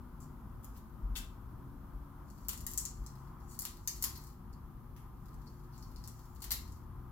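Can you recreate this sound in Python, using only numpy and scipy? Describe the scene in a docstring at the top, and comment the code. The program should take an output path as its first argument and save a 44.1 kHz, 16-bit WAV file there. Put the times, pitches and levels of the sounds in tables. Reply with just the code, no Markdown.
"""A parrot nibbles and taps a hollow plastic toy that sways in a small room, in front of a hand-held phone.
An appliance hum (two wavering tones) and traffic (filtered noise, gliding tones) lie behind it throughout.
First come light taps and skids (slip pulses on damped modes), soft hand bumps (short sines) and at 1.15 s a
squeak; from 2.3 s faint nibbling and the loudest taps, as the rush outside swells once near 3.4 s.
After 4.2 s the contacts are weaker and sparser, until a last firm burst at 6.4 s."""
import sys
import numpy as np
from scipy import signal
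from scipy.fft import rfft, irfft
from scipy.io import wavfile
from scipy.ndimage import uniform_filter1d

SR = 44100
rng = np.random.default_rng(int(sys.argv[2]) if len(sys.argv) > 2 else 0)


def dump(signal):
    """Clip the signal to [-1, 1] and save it as 16-bit WAV at the path in sys.argv[1]."""
    limited = np.clip(np.atleast_2d(signal).T, -1, 1)
    pcm = np.round(limited * 32767).astype(np.int16)
    wavfile.write(sys.argv[1], SR, pcm)


N = 313551
TIME = np.arange(N) / SR
CONTACT_SAMPLES = 8192
BINS_HZ = np.fft.rfftfreq(CONTACT_SAMPLES, 1 / SR) + 1  # 1 Hz up, to keep logs finite


def undb(db):
    """Decibels to gain."""
    return 10 ** (np.asarray(db) / 20)


def unit(x):
    """Scale to rms 1."""
    return x / np.sqrt(np.mean(x ** 2))


def walk(rate_hz):
    """Slow random drift with a spread near 1: held random values, smoothed twice."""
    hold = int(SR / rate_hz)
    steps = np.repeat(rng.standard_normal(N // hold + 1), hold)
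    return 1.336 * uniform_filter1d(uniform_filter1d(steps, hold), hold)[:N]


def colour(x, points):
    """Filter by a spectrum of (Hz, dB) points, interpolated over log frequency."""
    hz, db = np.transpose(points)
    bins_hz = np.fft.rfftfreq(x.shape[-1], 1 / SR) + 1
    gain = undb(np.interp(np.log(bins_hz), np.log(hz), db))
    return irfft(rfft(x) * gain, x.shape[-1])


def add(out, start_s, x):
    """Mix x in at its start time."""
    i = max(int(start_s * SR), 0)
    out[i:i + len(x)] += x[:N - i]


def diffuse(points):
    """Far noise of a given spectrum at both microphones; the bass is the most alike in the two."""
    mid = unit(colour(rng.standard_normal(N), points))
    side = unit(colour(rng.standard_normal(N), points))
    side = colour(side, [(50, -12.5), (150, -17.0), (300, -8.0), (600, -7.5), (1500, -4.5)])
    return mid + side * np.array([[1], [-1]])


def microphone_hiss():
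    """Coloured noise, independent at each microphone."""
    # Each row: frequency in Hz, relative level in dB.
    hiss_spectrum = [(1200, 3), (2600, -6.5), (4000, -7), (6000, -8.5), (8700, -11.5), (11500, -0.5),
                     (15000, 0.5), (15800, -11), (16200, -32)]
    return undb(-71.0) * unit(colour(rng.standard_normal((2, N)), hiss_spectrum))


def appliance_hum():
    """Tones that waver in pitch and level, throb together and grow slowly."""
    # Each row: pitch in Hz, relative level in dB.
    hum_tones = [(53.8, -57), (354.5, -70)]
    throb_period_s, throb_crest_s, throb_db, growth_db_per_s = 1.1, 1.56, 0.5, 0.03
    tones = np.zeros(N)
    for hz, db in hum_tones:
        phase = 2 * np.pi * np.cumsum(hz + 1.08 * walk(7.4)) / SR
        tones += undb(db + 1.6 * walk(5)) * np.sin(phase)
    drift_db = throb_db * np.cos(2 * np.pi * (TIME - throb_crest_s) / throb_period_s)
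    drift_db += growth_db_per_s * (TIME - TIME.mean())
    return np.sqrt(2) * tones * undb(drift_db)


def traffic():
    """Low rumble of the building and street, and an airy rush that swells once as something goes by."""
    # Each row: frequency in Hz, relative level in dB.
    rumble_spectrum = [(12, -40), (20, -10), (48, 3), (124, -10.5), (241, -11), (314, -19.5), (353, -20.5),
                       (390, -24.5), (650, -36.5), (840, -95), (1430, -120)]
    # Rush as narrowed by the window. Each row: frequency in Hz, relative level in dB.
    rush_spectrum = [(320, -39), (550, -43), (630, -8), (677, -8), (781, 0), (839, 0), (1040, 5),
                     (1130, 0.5), (1220, 3.5), (1470, -8), (2600, -26.5), (3380, -25.5), (5720, -120)]
    # Each row: time in seconds, rumble level in dB before its flutter.
    rumble_levels = [(0, -49), (3.8, -50), (4.3, -50.5), (5.4, -49.5), (7.1, -51)]
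    pass_s, pass_width_s, pass_db = 3.36, 0.31, 3.5
    rumble_db = np.interp(TIME, *np.transpose(rumble_levels)) + 1.47 * walk(5.457)
    rush_db = -64 + pass_db * np.exp(-((TIME - pass_s) / pass_width_s) ** 2) + 0.9 * walk(12)
    return diffuse(rumble_spectrum) * undb(rumble_db) + diffuse(rush_spectrum) * undb(rush_db)


def engines():
    """Far engines drone through the walls: tones that swell and sink as their pitch creeps."""
    # Each row: start in seconds, length in seconds, starting pitch in Hz, final pitch in Hz,
    # relative level in dB.
    drones = [(-0.2, 1.1, 118.6, 116.4, -60), (0.102, 0.56, 153, 139, -58), (-0.25, 1.17, 246, 256.7, -62),
              (0.026, 0.97, 232.2, 221.4, -66), (0.905, 1.13, 116, 121.5, -56.5),
              (1.352, 1.14, 267.8, 291, -63.5), (1.448, 1.08, 138, 143, -59),
              (1.904, 2.93, 99.4, 107, -60.5), (2.698, 0.98, 133, 136.8, -57),
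              (3.647, 2.81, 139, 142.9, -58.5), (4.5, 2.0, 112, 117.9, -58), (5.8, 0.68, 117, 115.4, -57.5),
              (6.203, 1.17, 80.2, 91.1, -56), (6.547, 0.91, 118, 126.5, -54.5)]
    out = np.zeros(N)
    for start_s, length_s, start_hz, end_hz, db in drones:
        progress = np.clip((TIME - start_s) / length_s, 0, 1)
        pitch_hz = start_hz + (end_hz - start_hz) * progress + 3 * walk(30)
        swell = np.sqrt(np.abs(np.sin(np.pi * progress)))
        out += undb(db + 2.4 * walk(9)) * swell * np.sin(2 * np.pi * np.cumsum(pitch_hz) / SR)
    return np.sqrt(2) * out


def tyres():
    """Tyre noise of the nearest car: steady until it eases off, then fading as it draws away."""
    # Each row: frequency in Hz, relative level in dB.
    tyre_spectrum = [(100, -9), (230, 2.5), (320, -21), (600, -6), (900, -7), (1500, -7), (1900, -37),
                     (3000, -33)]
    ease_off_s, fade_db_per_s = 2.27, 10
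    return undb(-68.5 - fade_db_per_s * np.maximum(TIME - ease_off_s, 0)) * diffuse(tyre_spectrum)


def background():
    """Traffic, engines and tyres outside, with the appliance's hum."""
    return traffic() + appliance_hum() + engines() + tyres()


def handling():
    """The hand nudges the phone: a few deep cycles under a half-sine swell each time."""
    # Each row: start in seconds, relative level in dB.
    bumps = [(1.02, -30), (1.085, -31.5), (1.164, -36.5), (1.923, -39), (2.982, -34.5)]
    bump_hz, bump_s = 45.4, 0.072
    t = np.arange(int(bump_s * SR)) / SR
    bump = np.sin(np.pi * t / bump_s) * np.sin(2 * np.pi * bump_hz * t)
    out = np.zeros(N)
    for start_s, db in bumps:
        add(out, start_s, undb(db) * bump)
    return out


def resonances(modes):
    """Gain of a set of damped modes (Hz, width Hz, dB), mean power 1."""
    power = 0
    for hz, width_hz, db in modes:
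        detuning = (BINS_HZ / hz - hz / BINS_HZ) * hz / width_hz
        power = power + undb(2 * db) / (1 + detuning ** 2)
    return unit(np.sqrt(power))


def ring(force, gain):
    """Drive a body with a force whose overall spectrum is levelled; it rings only after the push."""
    push = rfft(force)
    trend = np.sqrt(uniform_filter1d(np.abs(push) ** 2, size=300))  # the fine roughness stays
    cepstrum = irfft(np.log(gain / trend + 1e-9))
    # folding the cepstrum makes the response causal (minimum phase)
    cepstrum[1:CONTACT_SAMPLES // 2] *= 2
    cepstrum[CONTACT_SAMPLES // 2 + 1:] = 0
    return irfft(push * np.exp(rfft(cepstrum)))[:CONTACT_SAMPLES * 3 // 4]


def slips(count, spread_db):
    """Tiny stick-slip pulses of either sign and uneven size; the grip limits the largest."""
    grip = np.minimum(rng.standard_normal(count), 3)
    return rng.choice([-1, 1], count) * undb(spread_db * grip)


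def spot(body_db, middle_db, edge_db):
    """The toy's response at one point of contact; the beak's grip detunes each mode a little."""
    # Damped modes of the toy. Each row: pitch in Hz, width in Hz, level in dB.
    toy_modes = [(1120, 590, -13.5), (1970, 370, -10.5), (2900, 490, -13), (4250, 700, -5.5),
                 (4780, 600, -7.5), (5730, 650, -4.5), (6340, 250, -12), (6840, 320, -3.5),
                 (7570, 630, -1.5), (10500, 2900, -2.5), (13320, 3260, 3.5), (14900, 590, 2.5)]
    # Centres of body, middle, main ring and edge, in Hz.
    centres_hz = [3640, 4400, 7250, 11200]
    detune_share = 0.013
    modes = [(hz * (1 + detune_share * rng.standard_normal()), width_hz, db) for hz, width_hz, db in toy_modes]
    tilt_db = np.interp(np.log(BINS_HZ), np.log(centres_hz), [body_db, middle_db, 0, edge_db])
    return resonances(modes) * undb(tilt_db)


def shell(body_db, lift_db):
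    """A contact that moves the whole shell is broad; a glancing one leaves mainly the main ring."""
    return spot(body_db, 0.44 * body_db + lift_db, 0.44 * body_db - 6)


def tap(contact_s):
    """Force of a tap: a hard first touch, then the beak's tip grinds to a stop in slips."""
    touch_share, touch_s = 0.58, 0.00009  # share of the energy
    t = np.arange(CONTACT_SAMPLES) / SR
    touch = unit(np.exp(-t / touch_s) * rng.standard_normal(CONTACT_SAMPLES))
    grind = unit(np.exp(-t / contact_s) * slips(CONTACT_SAMPLES, spread_db=1))
    return np.sqrt(touch_share) * touch + np.sqrt(1 - touch_share) * grind


def skid(length_s):
    """Force of a skid: a run of slips that swells and stops."""
    progress = np.minimum(np.arange(CONTACT_SAMPLES) / SR / length_s, 1)
    return slips(CONTACT_SAMPLES, spread_db=0.5) * np.sin(np.pi * progress)


def nibbling():
    """In each bout the beak rubs the plastic lightly and ticks on it at uneven moments."""
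    # Each row: start in seconds, length in seconds (both at half fade), level of the rubbing in dB.
    nibbles = [(0.705, 0.059, -67.5), (2.29, 0.98, -73.5), (3.455, 0.84, -67), (5.204, 0.53, -77.5),
               (5.777, 1.0, -71)]
    # Each row: frequency in Hz, relative level in dB.
    rub_spectrum = [(1500, -36), (3400, -32), (4400, -6), (7500, 0.5), (9000, -9), (15000, -2)]
    # Body, middle and edge of a tick, in dB.
    tick_colour_db = (4, 9, -2)
    fade_s, ticks_per_s, tick_db, tick_spread_db = 0.19, 13, 32, 2

    effort = np.zeros(N)
    for start_s, length_s, db in nibbles:
        to_edge_s = np.minimum(TIME - start_s, start_s + length_s - TIME)
        effort += undb(db) * np.clip(to_edge_s / fade_s + .5, 0, 1)
    rubbing = slips(N, spread_db=11) * undb(3.5 * np.tanh(walk(14)))

    ticks, gain = np.zeros(N), spot(*tick_colour_db)
    for k in range(int(TIME[-1] * ticks_per_s) + 1):
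        start_s = (k + rng.random()) / ticks_per_s
        level_db = tick_db + tick_spread_db * rng.standard_normal()
        if start_s < TIME[-1]:
            add(ticks, start_s, undb(level_db) * ring(tap(contact_s=0.00021), gain))
    return effort * (unit(colour(rubbing, rub_spectrum)) + ticks)


def taps():
    """Short crunches ring the toy; the spot that is touched decides which modes speak. A few rows, 5 to 8 ms
    after a loud tap, give that tap's sharp echo from the wall behind."""
    # Each row: start in seconds, level in dB, body (low modes of the shell) in dB, lift of the middle in dB,
    # contact time in seconds, favoured band in Hz, its boost in dB.
    tap_rows = [(0.204, -28, -11, -10, 0.0023, 7200, 0), (0.645, -24.5, -4.5, -6, 0.00078, 13300, 8),
                (0.775, -33, -4, -3, 0.00041, 13000, 8), (1.1553, -28, 4, 8, 0.00088, 3400, 17),
                (1.1625, -20, -2, -6, 0.0008, 3300, 8), (2.3018, -29, -10, -1, 0.00079, 6500, 2.5),
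                (2.4852, -5.5, -16, -3, .0004, 13100, 11), (2.4918, -8.5, 2.5, -1, .0006, 7250, 5),
                (2.5325, -15, -2, -6, .00085, 7350, -1), (2.5762, -15.5, -13, -2, .0005, 13000, -1),
                (2.606, -21, -5, 0, .001, 7350, 2), (2.612, -26, -10, -1.5, .0005, 13000, 9),
                (2.666, -5, -10, -5, 0.0016, 13400, 4), (2.707, -24, -5, -2, .00033, 7350, 8),
                (2.715, -20, -5, 0, 0.0011, 13000, 10), (2.7357, -12.5, -12, -2, 0.00026, 13100, 5),
                (2.7764, 3.8, -21, -5, 0.00048, 13600, 2), (2.7819, -4, -16, -8, 0.00047, 7600, 6),
                (2.853, -10, -8.5, 3.5, 0.00019, 6900, 8.5), (3.0638, -18.5, -14.5, 8.5, .002, 6850, 1),
                (3.591, -7.5, -14.5, 0, 0.00036, 12000, 11.5), (3.5925, -21, -22, -5, .0008, 12500, 9),
                (3.608, -13.5, -15, -9, .0004, 7540, 6), (3.6204, -10, -7.5, -4, 0.00073, 7400, -1),
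                (3.6522, -8.5, 1, -1.5, 0.000087, 7560, 0), (3.8747, -12.5, -5, 3, 0.00014, 13500, 13),
                (3.8764, -8, -3, 5.5, 0.00082, 6570, 10), (3.8823, -10.5, -10, -2, 0.00051, 5600, 6),
                (4.025, -5, -11, -2, .0002, 12500, 9.5), (4.027, -12, -12, 10, .0008, 6900, 3),
                (4.040, -1.3, -4, 1, 0.00034, 1010, 10), (4.0406, -14, -5, 1, 0.00068, 12500, 18.5),
                (4.0452, -16, -1, -5, 0.00034, 5500, 7), (4.1747, -30, -9, 0, .0002, 13000, 17),
                (4.2394, -20, -17, -3, .0001, 7200, -6), (4.27, -23.5, -12.5, 1, .0004, 7200, -7),
                (4.9645, -35, 13, 13, 0.045, 4300, -16), (5.2579, -39, 3, 5, .002, 13000, 3),
                (5.343, -36, -8, 3, .0005, 13000, 2), (5.7792, -26, -23, 2, .0004, 6800, 3),
                (5.8258, -31, -2, 6, 0.0039, 5230, 9), (5.9613, -30.5, -1, 11, 0.0018, 4500, 3),
                (6.04, -26.5, -2, 8, .0003, 5500, 5), (6.076, -13.5, -12.5, 0, 0.00026, 6740, -3.5),
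                (6.3499, -36, -12, -9, .0005, 13000, 8), (6.405, -31, -6, 2, .0004, 13000, 3),
                (6.4203, -17.5, -9, 3.5, .0004, 4300, 5.5), (6.424, -19, 3, 2, .001, 4300, -8),
                (6.4414, -19, 7, 2.5, 0.00035, 4300, -2), (6.447, -28, 1, 2.5, .0005, 13000, 12),
                (6.5071, -8, 1.5, 0, 0.0016, 4370, 6), (6.513, -18, 4, 0, 0.001, 1950, 12),
                (6.518, -4, -2.5, 4, 0.00018, 12500, 8.5), (6.5182, -19, -4, 5, 0.00062, 4350, 11),
                (6.5228, -19, -4, 5, 0.00058, 4500, 6), (6.721, -29.5, -6, 3, .002, 4500, -3)]
    favour_octaves = 0.31
    out = np.zeros(N)
    for start_s, db, body_db, lift_db, contact_s, favoured_hz, boost_db in tap_rows:
        octaves = np.log2(BINS_HZ / favoured_hz)
        favour = undb(boost_db * np.exp(-(octaves / favour_octaves) ** 2))
        add(out, start_s, undb(db) * ring(tap(contact_s), favour * shell(body_db, lift_db)))
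    return out


def skids():
    """The beak skids along the plastic: runs of slips ring the toy, and the loudest one also squeaks."""
    # Each row: start in seconds, length in seconds, level in dB, body in dB, lift of the middle in dB.
    skid_rows = [(0.196, 0.059, -23, -21, 0), (0.627, 0.017, -33, 2, -8), (0.742, 0.046, -33.5, 6, -3),
                 (1.151, 0.043, -8.5, -3, -2.5), (3.47, 0.096, -15.5, -22, -9), (3.935, 0.06, -22, -1, 2),
                 (4.007, 0.027, -18, -6, -2), (4.15, 0.018, -23.5, 2.5, 12),
                 (4.527, 0.0078, -35.5, -12, 12.5), (5.463, 0.02, -38, -12, 23), (5.71, 0.078, -38, 8, 11),
                 (6.415, 0.041, -17, -14, 8), (6.507, 0.016, -19, 11, 13.5)]
    # One squeak: start in seconds, length in seconds, level in dB.
    squeak = (1.152, 0.015, -19)
    # Each row: pitch in Hz, width in Hz, level in dB.
    squeak_modes = [(1490, 120, -9), (2380, 410, -8), (3240, 260, 0.5), (3440, 260, -3), (4400, 300, -9)]
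    out = np.zeros(N)
    for start_s, length_s, db, body_db, lift_db in skid_rows:
        add(out, start_s, undb(db) * ring(skid(length_s), shell(body_db, lift_db)))
    start_s, length_s, db = squeak
    add(out, start_s, undb(db) * ring(skid(length_s), resonances(squeak_modes)))
    return out


def beak():
    """All contacts of the beak with the toy, without the room."""
    return taps() + skids() + nibbling()


def room(x, early_db, wall_db, tail_db):
    """Reflections at one microphone: scatter from the play stand, the wall behind it, the room's tail."""
    t = np.arange(int(.5 * SR)) / SR

    def cloud(envelope, spread_db=3):
        """Reflections of energy 1; with a wide spread, a few stand out."""
        h = slips(len(t), spread_db) * envelope
        return h / np.linalg.norm(h)

    def decay(start_s, t60_s):
        """An envelope that begins at its start time and falls 60 dB per t60_s."""
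        return (t > start_s) * np.exp(-np.log(1000) * t / t60_s)

    def echoes():
        """The echo pattern for one position of the toy; treble dies sooner."""
        dark = colour(cloud(decay(start_s=0.0044, t60_s=0.37)),
                      [(2000, 8.5), (3300, 5.5), (5500, 0.0), (7500, -3.0), (11000, -17), (16000, -37)])
        bright = colour(cloud(decay(start_s=0.0026, t60_s=0.25)),
                        [(2000, 3.0), (7500, 0.5), (11000, 4.5), (16000, -5.5)])
        near = undb(early_db) * cloud(decay(start_s=0.00062, t60_s=0.022), spread_db=4.5)
        wall = undb(wall_db) * cloud(np.exp(-((t - .0068) / 0.0018) ** 2), spread_db=6)
        return near + wall + undb(tail_db) * (dark + bright)

    # the toy sways and twists, so the mix of four echo patterns keeps changing
    sway, twist = 2 * np.pi * .43 * TIME, 2 * np.pi * 1.37 * TIME
    shares = np.array([np.cos(sway), np.sin(sway), np.cos(twist), np.sin(twist)]) / np.sqrt(2)
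    return sum(signal.oaconvolve(x * share, echoes())[:N] for share in shares)


def scene():
    """The toy is nearer the left microphone; the phone's body delays and shades the right one."""
    toy = beak()
    left = toy + room(toy, early_db=-4.5, wall_db=-3.0, tail_db=-2.0)
    lag_samples = 4
    shaded = colour(np.roll(toy, lag_samples), [(1000, 2.0), (4500, -9.0), (8000, -20), (13000, -6.0)])
    right_room = colour(room(toy, early_db=-4.5, wall_db=-20.0, tail_db=-4.0),
                        [(2000, -3.0), (5000, 0.0), (8000, -2.5), (12000, 0.5)])
    right = shaded + right_room
    surroundings = (background() + handling()) * undb([[1.3], [-1.5]])  # left, right
    return np.array([left, right]) + surroundings + microphone_hiss()


def record(dry):
    """The phone cuts the top: a steep low-pass at 16 kHz."""
    return signal.sosfilt(signal.ellip(8, .2, 70, 16000, fs=SR, output="sos"), dry)


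dry = scene()
out = record(dry)
dump(out)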